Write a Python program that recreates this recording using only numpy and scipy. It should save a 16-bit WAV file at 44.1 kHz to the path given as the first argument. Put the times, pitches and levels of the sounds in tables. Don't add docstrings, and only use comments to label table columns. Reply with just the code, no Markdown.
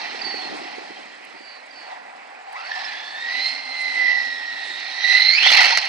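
import sys
import numpy as np
from scipy import signal
from scipy.fft import rfft, irfft
from scipy.io import wavfile
from scipy.ndimage import uniform_filter1d, minimum_filter1d

SR = 44100
rng = np.random.default_rng(int(sys.argv[2]) if len(sys.argv) > 2 else 0)


def bounce(signal):
    frames = np.transpose(np.atleast_2d(signal))
    limited = np.clip(frames, -1, 1)
    pcm = np.round(limited * 32767).astype(np.int16)
    wavfile.write(sys.argv[1], SR, pcm)


def field_ratio(decibels):
    return 10 ** (np.asarray(decibels, dtype=float) / 20)


N = 259308

# frequency in Hz, level in dB.
STREET_SPECTRUM = [(100, -30.5), (240, -16), (370, -22), (500, -5), (800, -17), (1200, -14.5), (1900, -10),
                   (2450, -7), (3000, -21), (6200, -33.5), (6700, -44), (9000, -62.5), (11000, -87)]
WIND_SPECTRUM = [(60, -59), (130, -16), (240, 4), (380, -6), (520, -10), (700, -25), (1200, -71)]
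TYRE_SPECTRUM = [(400, -40.5), (600, -10), (780, 1.5), (950, -3.5), (1200, -9.5), (1600, -10.5),
                 (2000, -11.5), (2600, -57.5)]
DRIVE_SPECTRUM = [(900, -59.5), (1300, -10.5), (1700, -8.5), (1950, 0), (2200, 0.5), (2600, 0.5),
                  (3000, -6), (3500, -6), (4000, -32.5), (5000, -74)]
GRIT_SPECTRUM = [(2400, -64.5), (3200, -21), (3800, 3), (4300, 3.5), (4600, 0.5), (5300, -1.5),
                 (6300, -9.5), (7500, -56.5)]
SAND_SPECTRUM = [(5800, -43), (6500, 0.5), (7500, 1), (8500, -1), (9500, -6.5), (10500, -11),
                 (12000, -38.5), (14500, -38.5), (15500, -64)]

# start in seconds, peak in dB, frequency in Hz.
WIND_PUFFS = [(0.145, -19.5, 440), (0.263, -21.5, 357), (0.339, -17, 455), (0.367, -21, 286),
              (0.45, -22, 300), (0.506, -22.5, 367), (0.612, -22, 352), (0.65, -22.5, 348),
              (0.78, -16.5, 387), (0.811, -25, 366), (0.903, -22, 360), (0.987, -27, 318),
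              (1.402, -27.5, 290)]
# centre in seconds, lift in dB, half length in seconds.
WIND_EDDIES = [(0, -4, 0.27), (.53, 8, 0.093), (.79, 6.5, 0.029), (.91, 8, 0.039), (1.35, 8, 0.036),
               (1.6, -6, 0.2), (2.5, -9, 0.33), (3.8, -4, 0.3), (4.06, 5.5, 0.34), (4.72, 6.5, 0.19),
               (5.3, -13, 0.091), (5.6, -16, 0.3)]
BREEZE_DB, BLOW_S, BLOW_DB, BLOW_FADE_DB_PER_S = -56, 0.38, -41, 15.5

# centre in seconds, lift in dB, half length in seconds.
HUM_SWELLS = [
    (2.7, -6.5, 0.62),
    (3.5, 13.5, 0.51),
    (4.15, 13, 0.76),
    (5.88, 11.5, 0.5),
]
HUM_HZ, HUM_HZ_PER_DB, HUM_DB = 252.6, 0.81, -52.5

# start and length in seconds, first pitch in Hz, level in dB, loudest moment 0-1.
WHISTLES = [
    (0.236, 0.26, 4550, -26.5, 0.02),
    (1.339, 0.26, 4770, -41, 0.59),
    (1.718, 0.18, 4540, -42, 0.33),
]
# lower line in dB, upper line in dB.
WHISTLE_SIDE_LINES = [(-46, -32), (-8, -21), (-23, -11)]
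# closing flick in dB, sink in Hz, step down on the way in Hz.
WHISTLE_FLICK_DB = [-35, -43, -55]
WHISTLE_SAG_HZ = [199.4, 283, 126]
WHISTLE_STEP_HZ = [110, 9, 7.8]
SAG_BEND, STEP_AT, STEP_WIDTH, BEAT_HZ = 0.97, 0.7, 0.061, 404
SWELL_DB, FADE_DB = -28, -7
FLICK_S, FLICK_FALL_HZ = 0.02, 750
# start in seconds, pitch in Hz, level in dB.
GRACE_NOTES = [
    (0.213, 4640, -19),
    (1.705, 4750, -38.5),
]
GRACE_S, GRACE_FALL_HZ = 0.017, 200
# start in seconds, length in seconds, level in dB.
FAR_NOTES = [(1.34, 0.31, -49), (1.73, 0.24, -49)]
FAR_NOTE_HZ, FAR_FALL_HZ = 2920, 50

# time in seconds, peak in dB.
LATCH_TICKS = [(1.247, -35.5), (2.5258, -34), (3.8137, -31)]

# time in seconds, tyre level in dB, drive over tyres in dB, left minus right in dB.
TRUCK_PATH = [(0.0, -40.5, 5, -1.5), (0.55, -41, 3, 0), (1.19, -51, 1.5, 1), (1.7, -51, -2, 1),
              (1.92, -40.5, -6.5, -1), (2.02, -45.5, -11.5, 0.5), (2.45, -48, -7, 1.5),
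              (2.77, -38.5, 1, -1.5), (3.13, -46, 5, 0), (3.45, -42.5, 12, -2.5), (3.65, -44.5, 4.5, -2),
              (4.11, -41, 7.5, -5), (4.41, -46, 5.5, -2.5), (4.95, -44.5, 10.5, -2), (5.13, -40.5, 16, -4),
              (5.34, -46, 18, -3), (5.6, -27.5, 11, -2), (5.88, -38.5, 10, -1)]
# centre in seconds, lift in dB, half length in seconds.
TRUCK_JOLTS = [(0.0, 2.5, 0.093), (2.6, 1.5, 0.067), (3.32, 1.5, 0.059), (5.04, -0.5, 0.03),
               (5.475, 2, 0.038), (5.53, 1, 0.023), (5.63, -1.5, 0.033), (5.68, 0.5, 0.035),
               (5.73, 2, 0.021), (5.764, -1, 0.0043), (5.786, 2.5, 0.0087), (5.81, -2.5, 0.028)]
# centre in seconds, lift in dB, half length in seconds.
TYRE_THUMPS = [
    (5.47, 7.5, 0.011),
    (5.59, -0.5, 0.046),
    (5.735, 0.5, 0.0074),
    (5.76, -6.5, 0.024),
]
# centre in seconds, lift in dB, half length in seconds.
SAND_KICKS = [(.57, 3.5, 0.059), (3.5, 4, 0.1), (3.81, 8, 0.033), (4.7, 5, 0.13), (5.15, 6, 0.12),
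              (5.52, 7.5, 0.06)]
GRIT_DB, GRIT_PER_THROTTLE = 1, 0.95
SAND_DB, SAND_PER_GRIT = -40.5, 0.35
# frequency in Hz, half width in Hz, dB over drive, extra dB per dB of throttle.
HOUSING_MODES = [(1897, 72, -4.5, -0.35), (2670, 54, -9.5, 0), (3186, 35, -12.5, 0),
                 (4270, 90, -11.5, 0.94), (2374, 60, -19, 0.56), (4640, 69, -13.5, -0.65)]
# centre and half length in seconds, Hz, half width in Hz, dB.
FUZZY_RINGS = [(0.296, .5, 1924, 60, -45.5), (1., 0.4, 3176, 25, -54), (0.699, .7, 2600, 25, -55),
               (2.562, .02, 2010, 40, -38), (2.566, .016, 2250, 40, -40), (2.69, 0.11, 4440, 50, -41.5),
               (2.888, 0.026, 4030, 40, -36), (3.095, 0.072, 4410, 50, -39), (4.2, 0.6, 5370, 70, -46),
               (4.152, .35, 4900, 50, -55), (4.25, 0.38, 4180, 70, -44), (4.697, 0.55, 3450, 35, -48),
               (4.849, 0.4, 4270, 70, -42), (5.1, .14, 5840, 50, -40.5), (5.401, .09, 4270, 70, -24),
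               (5.507, 0.034, 2965, 80, -18.5), (5.51, 0.035, 4020, 70, -23), (5.549, .04, 4220, 80, -19.5),
               (5.601, .09, 2060, 70, -18.5), (5.6, .08, 906, 90, -26), (0.501, .6, 766, 50, -47),
               (2.6, .05, 4870, 250, -53), (4.553, .3, 4060, 120, -45), (5.735, 0.022, 879, 60, -22)]
# time in seconds, peak in dB, brightness in dB.
CHASSIS_SLAPS = [(5.430, -9, -44), (5.464, -3, -40), (5.503, -2, -40), (5.517, 1, -33.5), (5.536, -4, -44),
                 (5.550, -2, -44), (5.570, -3, -42), (5.587, -8, -44), (5.608, -2, -44), (5.616, -4, -44),
                 (5.630, -5, -44), (5.646, -4, -44), (5.655, -3, -44), (5.666, -4, -36), (5.692, -7, -44),
                 (5.705, -7, -30), (5.7732, 4, -26), (5.784, -8, -40), (5.815, -16, -44), (5.852, -14, -44)]
# frequency in Hz, width in Hz, level in dB.
BODY_MODES = [(880, 200, -4), (1590, 140, 6), (2080, 160, 13), (2850, 160, 9), (4300, 160, 14),
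              (5700, 200, 2)]

# multiple of the mesh rate, level in dB.
MOTOR_LINES = [(1.2, -45), (1.455, -47), (2.26, -44), (2.44, -47)]
# centre in seconds, lift in dB, half length in seconds.
MOTOR_PULLS = [
    (3.43, 23, 0.35),
    (5.2, 23.5, 0.2),
]
MOTOR_IDLE_DB, MOTOR_BLUR_HZ = -14.5, 30

SPUR, PINION = 45, 12
MESH_WOBBLE = [(1, SPUR, .25, .3), (2, SPUR, .5, .3), (1, PINION, .13, .4), (2, PINION, .08, .2)]
# time in seconds, teeth per second in Hz.
MESH_SPEED = [(2.47, 770), (2.545, 870), (2.578, 1320), (2.625, 1326), (2.67, 1560), (2.705, 1785),
              (2.9, 1740), (2.96, 1700), (3.16, 1782), (3.33, 1968), (3.5, 2115), (4.0, 2008), (4.41, 1892),
              (4.84, 1880), (5.04, 1955), (5.27, 2060), (5.35, 2190), (5.385, 2540), (5.41, 2660),
              (5.44, 3020), (5.485, 3520)]
# time in seconds, level in dB, octave over tone in dB.
MESH_WHINE = [(2.46, -44, -28), (2.56, -38, 2.5), (2.69, -41.5, -11), (2.76, -34, -19), (3.06, -40.5, -1.5),
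              (3.29, -30, -10), (3.46, -31.5, 7), (3.54, -34.5, -0.5), (3.64, -36, -4.5), (3.95, -25, -12),
              (4.1, -18.5, -25.5), (4.3, -30.5, -14.5), (4.45, -33, -18), (4.96, -37, -0.5),
              (5.11, -19, -4.5), (5.26, -24, 6), (5.385, -15, -2), (5.52, -17, -38)]
# time in seconds, depth.
MESH_STRAIN = [(2.46, 1.3), (2.68, 1.2), (2.74, .95), (2.95, 1.05), (3.15, .4), (3.6, .25), (4.2, .25),
               (4.5, .4), (4.9, .4), (5.1, .45), (5.3, .5), (5.36, 1.75), (5.52, 2.2)]
# centre in seconds, lift in dB, half length in seconds.
MESH_SURGES = [(2.555, 0.5, .015), (2.72, 11.5, .015), (2.75, 3, 0.011), (2.865, 3.5, .02), (2.91, 1, .015),
               (3.465, 2.5, 0.018), (3.485, -2, .015), (5.045, 8, 0.024), (5.126, 4.5, .007),
               (5.139, -1, 0.0059), (5.15, 1, 0.0075), (5.159, 4, .006), (5.182, 3, 0.0064),
               (5.193, -8.5, .005), (5.204, 4, 0.0077), (5.213, 4, .005), (5.224, 7, 0.009),
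               (5.271, 0.5, 0.0057), (5.28, -2, .005), (5.293, 7, 0.0053), (5.301, -2, .005),
               (5.315, -1.5, .006), (5.326, -1, .007), (5.337, 4.5, 0.0036), (5.367, -1, 0.0072),
               (5.385, 3.5, .012), (5.398, -9, .007), (5.411, -1, 0.0064), (5.423, -2, .006),
               (5.44, 3, 0.018), (5.46, 0.5, .008), (5.482, 4, 0.0085)]
# centre in seconds, lift in dB, half length in seconds.
OCTAVE_LIFTS = [(2.55, -8, .05), (2.98, 4, .08), (3.7, 3, .25), (4.2, 5, .4), (4.65, 5, .35)]
# centre in seconds, lift in dB, half length in seconds.
THIRD_LIFTS = [(2.6, -4, 0.097), (2.76, 14, .02), (2.8, 18, .015), (2.825, -6, .012), (2.855, 20.5, .03),
               (2.95, -8, .08)]
THIRD_DB, THIRD_DB_PER_STRAIN = -42, 21
# mark in Hz, slope above it in dB per kHz.
MUFFLE_HZ = [9000, 4400, 6050]
MUFFLE_DB_PER_KHZ = [0, -21, -20]

# frequency in Hz, likeness of the two ports 0-1.
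PORT_LIKENESS = [(100, 0.63), (300, 0.37), (700, 0.88), (1500, 0.7), (3000, 0.64), (5000, 0.22),
                 (8000, 0.35), (12000, .2)]
# frequency in Hz, lead of the left port in radians.
LEFT_LEAD = [(200, -2.1), (700, -1.9), (1400, -1.5), (2100, -1.2), (3400, -.9), (4200, -.2), (5800, .4),
             (7200, -.3)]
# frequency in Hz, left port level in dB.
LEFT_TILT = [(100, -3.5), (300, -1.5), (700, 0), (1500, -1.5), (3000, -4), (5000, -7), (9000, -5),
             (13000, -27.5)]
# frequency in Hz, width in Hz, lift in dB.
PORT_CAVITIES = [(739, 200, 4.5), (1950, 176, 2), (2020, 82, 2.5), (2180, 108, -2.5), (2320, 43, -2),
                 (2480, 48, -8.5), (2700, 220, -1.5), (3250, 31, -2), (3700, 200, 0), (4105, 37, 3),
                 (4086, 32, 1), (4900, 150, -2), (4900, 150, 6), (5130, 180, 2)]
LOW_CUT_HZ = 461
MASK_HZ, MASK_DB, MASK_SHARE = 6400, -64.5, 0.7
# time in seconds, click in dB, low bump in dB.
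RIGHT_OVERLOADS = [(5.1247, -28.5, -56), (5.1818, -23, -60), (5.1928, -35.5, -54), (5.205, -11.5, -46),
                   (5.2706, -41, -60), (5.4432, -29.5, -57), (5.4662, -20.5, -59), (5.5068, -11, -42),
                   (5.5185, -19, -36), (5.5385, -32.5, -48), (5.558, -30, -52), (5.63, -34.5, -50),
                   (5.667, -25, -61), (5.7775, -28, -62)]
BUMP_S = 0.0035


def evened(x):
    return x / np.sqrt(np.mean(abs(x) ** 2) + 1e-20)


def read(points, hz):
    f, value = np.transpose(points)
    return np.interp(np.log(hz + 1), np.log(f + 1), value)


def along(rows):
    s, *columns = np.transpose(rows)
    return [np.interp(np.arange(N) / SR, s, c) for c in columns]


def bumps(rows):
    t = np.arange(N) / SR
    return sum(db * np.cos(np.pi / 2 * np.clip((t - s) / half, -1, 1)) ** 2 for s, db, half in rows)


def add(mix, s, sound):
    part = mix[round(s * SR):][:len(sound)]
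    part += sound[:len(part)]


def wander(hz, channels=1, size=N):
    z = rng.standard_normal((channels, size)) + 1j * rng.standard_normal((channels, size))
    return evened(signal.sosfilt(signal.butter(2, hz, fs=SR, output="sos"), z))


def noise(colour, patchy_db, flicker_db):
    frames, hz = N // 128 + 5, np.fft.rfftfreq(512, 1 / SR)
    a, b, c, d, patches = rng.standard_normal((frames, 257, 5)).T
    patches = evened(uniform_filter1d(uniform_filter1d(patches, 5, 0), 20, 1))
    flicker = evened(uniform_filter1d(rng.standard_normal(frames), 3))
    same = np.clip(read(PORT_LIKENESS, hz), 0, 1)[:, None]
    left = a + 1j * b
    right = same * left + np.sqrt(1 - same ** 2) * (c + 1j * d)
    level_db = read(colour, hz)[:, None] + patchy_db * patches + flicker_db * flicker
    z = np.array([left, right]) * field_ratio(level_db)
    return evened(signal.istft(z, nperseg=512, noverlap=384)[1][:, :N])


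def street():
    return field_ratio(-39) * noise(STREET_SPECTRUM, patchy_db=2, flicker_db=0.5) * field_ratio([[-1.5], [1.5]])


def hum():
    lift_db = bumps(HUM_SWELLS)
    turn = 2 * np.pi * np.cumsum(HUM_HZ + HUM_HZ_PER_DB * lift_db) / SR
    return field_ratio(HUM_DB + lift_db) * (wander(14, channels=2) * np.exp(1j * turn)).real


def wind():
    puffs = np.zeros(N)
    for s, peak_db, hz in WIND_PUFFS:
        t = np.arange(0, 4 / hz, 1 / SR)
        add(puffs, s, field_ratio(peak_db) * np.hanning(len(t)) * np.cos(2 * np.pi * hz * t))
    blow_db = BLOW_DB - BLOW_FADE_DB_PER_S * np.maximum(np.arange(N) / SR - BLOW_S, 0)
    flutter_db = np.maximum(blow_db, BREEZE_DB) + bumps(WIND_EDDIES) + 12.5
    flutter = field_ratio(flutter_db) * noise(WIND_SPECTRUM, patchy_db=1, flicker_db=2)
    return flutter + puffs * field_ratio([[-2.5], [4.5]])


def chirp(from_hz, fall_hz, length_s, db):
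    hz = np.linspace(from_hz, from_hz - fall_hz, round(length_s * SR))
    return field_ratio(db) * np.hanning(len(hz)) * np.sin(2 * np.pi * np.cumsum(hz) / SR)


def bird():
    out = np.zeros(N)
    settings = zip(WHISTLES, WHISTLE_SIDE_LINES, WHISTLE_FLICK_DB, WHISTLE_SAG_HZ, WHISTLE_STEP_HZ)
    for (s, length, hz, db, top), (low_db, high_db), flick_db, sag_hz, step_hz in settings:
        t = np.arange(0, length, 1 / SR)
        way = t / length
        slipped_hz = step_hz * (1 + np.tanh((way - STEP_AT) / STEP_WIDTH)) / 2
        turn = 2 * np.pi * np.cumsum(hz - sag_hz * way ** SAG_BEND - slipped_hz) / SR
        beat = 2 * np.pi * BEAT_HZ * t
        tone = np.sin(turn) + field_ratio(low_db) * np.sin(turn - beat) + field_ratio(high_db) * np.sin(turn + beat)
        level_db = db + np.interp(way, [0, top, 1], [SWELL_DB * top, 0, FADE_DB])
        add(out, s, np.sqrt(2) * field_ratio(level_db) * tone * signal.windows.tukey(len(t), 0.1))
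        flick = chirp(hz - sag_hz - step_hz, FLICK_FALL_HZ, FLICK_S, flick_db)
        add(out, s + length - 0.005, flick)
    for s, length, db in FAR_NOTES:
        add(out, s, chirp(FAR_NOTE_HZ, FAR_FALL_HZ, length, db))
    for s, hz, db in GRACE_NOTES:
        add(out, s, chirp(hz + GRACE_FALL_HZ / 2, GRACE_FALL_HZ, GRACE_S, db))
    return out * abs(1 + 0.22 * wander(40, channels=2)) * field_ratio([[-1.5], [3.5]])


def latch():
    t, out = np.arange(40) / SR, np.zeros(N)
    impacts = [(-0.003, -13, 5940), (0.0005, 1, 9900), (0.0008, -6, 5000), (0.0055, 4, 8900)]  # s, dB, Hz
    for s, peak_db in LATCH_TICKS:
        for late_s, db, hz in impacts:
            envelope = t * 22000 * np.exp(-t / 0.0001)
            add(out, s + late_s, field_ratio(peak_db + db) * np.sin(2 * np.pi * hz * t) * envelope)
    return out * field_ratio([[-4], [3]])


def crackle(hits_per_s=260, spread_db=5):
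    buck_s = [2.5, 2.6, 2.9, 3.1, 5.38, 5.46, 5.75, 5.82]
    buck = np.interp(np.arange(N) / SR, buck_s, [0.12, 0.79, 0.46, 0, 0, 0.98, 0.28, 0.26])
    strength = field_ratio(spread_db * np.minimum(rng.exponential(1, N), 2))
    hits = (rng.random(N) < hits_per_s / SR) * strength
    decay = np.exp(-np.arange(500) / SR / 0.012)
    return 1 + 0.2 * buck * np.convolve(hits, decay)[:N]


def housing(throttle_db):
    t, out = np.arange(N) / SR, 0
    for hz, width, db, share in HOUSING_MODES:
        level_db = db + share * np.clip(throttle_db, -5, 10)
        out = out + field_ratio(level_db) * (wander(width) * np.exp(2j * np.pi * hz * t)).real
    return out


def rings():
    out = np.zeros(N)
    for s, half, hz, width, db in FUZZY_RINGS:
        t = np.arange(0, 2 * half, 1 / SR)
        fuzz = wander(width, size=len(t) + 4000)[0, 4000:]
        ring = field_ratio(db + 4.5) * np.hanning(len(t)) * (fuzz * np.exp(2j * np.pi * hz * t)).real
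        add(out, max(s - half, 0), ring[max(round((half - s) * SR), 0):])
    return out


def slaps():
    t, out = np.arange(1500) / SR, np.zeros(N)
    for s, peak_db, bright_db in CHASSIS_SLAPS:
        spot_db = rng.uniform(-5, 5, len(BODY_MODES))
        shell = 0
        for (hz, width, db), more_db in zip(BODY_MODES, spot_db):
            decay = np.exp(-np.pi * 1.6 * width * t)
            shell = shell + field_ratio(db + more_db) * width * decay * np.sin(2 * np.pi * hz * t)
        burst = rng.standard_normal(len(t)) * np.exp(-t / 0.0032) * np.minimum(t / 0.0006, 1)
        body = np.convolve(burst, shell)[:len(t)]
        crack = np.diff(burst, prepend=0)
        slap = body / abs(body).max() + field_ratio(bright_db) * crack / abs(crack).max()
        add(out, s, field_ratio(peak_db) * slap)
    return out


def motor():
    turns = np.cumsum(along(MESH_SPEED)[0]) / SR
    lines = sum(field_ratio(db) * wander(MOTOR_BLUR_HZ) * np.exp(2j * np.pi * times * turns)
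                for times, db in MOTOR_LINES)
    started = np.arange(N) / SR > MESH_SPEED[0][0]
    return field_ratio(MOTOR_IDLE_DB + bumps(MOTOR_PULLS)) * lines.real * started


def gears():
    (hz,), (tone_db, sharp_db), (strain,) = along(MESH_SPEED), along(MESH_WHINE), along(MESH_STRAIN)
    octave_db = tone_db + sharp_db + bumps(OCTAVE_LIFTS)
    third_db = tone_db + THIRD_DB + THIRD_DB_PER_STRAIN * np.minimum(strain, 1.3) + bumps(THIRD_LIFTS)
    running = np.interp(np.arange(N) / SR, [2.44, 2.47, 5.49, 5.51], [0, 1, 1, 0])
    chatter = np.maximum(strain - 0.9, 0) * 2.2
    spin = 0.85 * np.maximum(chatter - 1, 0)
    bite = np.clip(2.2 * strain, 0.55, 1)
    slip = 0.005 * chatter ** 2 * wander(40)[0].real
    turns = np.cumsum(uniform_filter1d(hz, size=500) * (1 + slip)) / SR
    both_sides = np.array([[1], [-1]])
    partials = zip([tone_db, octave_db, third_db], (1.1, 1.6, 1.3), (55, 140, 140), (0.35, 0.6, 0.7))
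    out = np.zeros((2, N))
    for k, (level_db, grind, grind_hz, echo) in enumerate(partials):
        above_khz = np.maximum((k + 1) * hz - MUFFLE_HZ[k], 0) / 1000
        level_db = level_db + MUFFLE_DB_PER_KHZ[k] * above_khz
        rock = 0
        for count, teeth, *depths in MESH_WOBBLE:
            drift = 5.4j * wander(3.15, channels=2).real
            lines = np.exp(2j * np.pi * count / teeth * turns * both_sides + drift)
            rock = rock + depths[min(k, 1)] * lines.sum(0)
        shape = 1 + rock * bite + grind * strain * wander(grind_hz) + echo * wander(10.7, channels=2)
        shape += chatter * wander(200, channels=2) + spin * wander(600, channels=2)
        shape /= np.sqrt(1 + chatter ** 2 + spin ** 2 + (grind * strain) ** 2)
        out += np.sqrt(2) * field_ratio(level_db) * (shape * np.exp(2j * np.pi * (k + 1) * turns)).real
    return out * running * field_ratio(bumps(MESH_SURGES))


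def truck():
    near_db, throttle_db, pan_db = along(TRUCK_PATH)
    near_db = near_db + bumps(TRUCK_JOLTS)
    grit_db = near_db + GRIT_PER_THROTTLE * throttle_db + GRIT_DB
    sand_db = SAND_PER_GRIT * grit_db + SAND_DB + bumps(SAND_KICKS)
    rolling = field_ratio(near_db + bumps(TYRE_THUMPS) + 8.5) * noise(TYRE_SPECTRUM, patchy_db=1, flicker_db=0.7)
    rattle = noise(DRIVE_SPECTRUM, patchy_db=2, flicker_db=1.3)
    drive = field_ratio(near_db + throttle_db + 5) * (rattle + housing(throttle_db))
    grit = field_ratio(grit_db) * noise(GRIT_SPECTRUM, patchy_db=1, flicker_db=1)
    sand = field_ratio(sand_db) * noise(SAND_SPECTRUM, patchy_db=2, flicker_db=1.7)
    body = crackle() * (drive + grit) + sand + field_ratio(3) * rings() + slaps()
    whine = field_ratio(4) * gears() + motor()
    side = field_ratio(np.array([pan_db / 2, -pan_db / 2]))
    return rolling + side * (body + whine)


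def scene():
    return street() + hum() + wind() + bird() + latch() + truck()


def ports(dry):
    hz = np.fft.rfftfreq(N, 1 / SR)
    cavities_db = sum(db / (1 + (2 * (hz - f) / width) ** 2) for f, width, db in PORT_CAVITIES)
    low_cut = 1 / (1 + (LOW_CUT_HZ / (hz + 1)) ** 1.7)
    left = field_ratio(read(LEFT_TILT, hz)) * np.exp(1j * np.clip(read(LEFT_LEAD, hz), -np.pi, np.pi))
    return irfft(rfft(dry) * field_ratio(cavities_db - 3.5) * low_cut * [left, np.ones_like(hz)], N)


def limited(x):
    held = minimum_filter1d(1.04 / np.maximum(abs(x), 1.04), size=300)
    return np.clip(x * uniform_filter1d(held, size=300), -1, 1)


def thinned(x):
    hz, _, z = signal.stft(x, SR, nperseg=1024)
    power = abs(z) ** 2
    band = uniform_filter1d(uniform_filter1d(power, size=12, axis=1), size=3, axis=2)
    whole = uniform_filter1d(power.sum(1, keepdims=True), size=5, axis=2)
    mask_db = MASK_SHARE * 10 * np.log10(whole + 1e-20) + MASK_DB
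    margin_db = 10 * np.log10(band + 1e-20) - mask_db
    keep = np.where(hz[:, None] > MASK_HZ, np.clip(margin_db / 0.75, 0, 1), 1)
    return signal.istft(z * keep, SR, nperseg=1024)[1][:, :N]


def overloads():
    out, bump = np.zeros((2, N)), np.hanning(round(BUMP_S * SR))
    for s, click_db, bump_db in RIGHT_OVERLOADS:
        add(out[1], s, field_ratio(click_db) * np.array([0.25, -0.2, -0.5, 0.14, 0.21, -0.1]))
        add(out[1], s - BUMP_S / 2, field_ratio(bump_db) * bump)
    return out


def low_pass(x):
    return signal.sosfilt(signal.butter(12, 15500, fs=SR, output="sos"), x)


def record(dry):
    heard = thinned(limited(ports(dry)))
    mix = np.clip(heard + overloads(), -1, 1)
    return low_pass(mix)


dry = scene()
out = record(dry)
bounce(out)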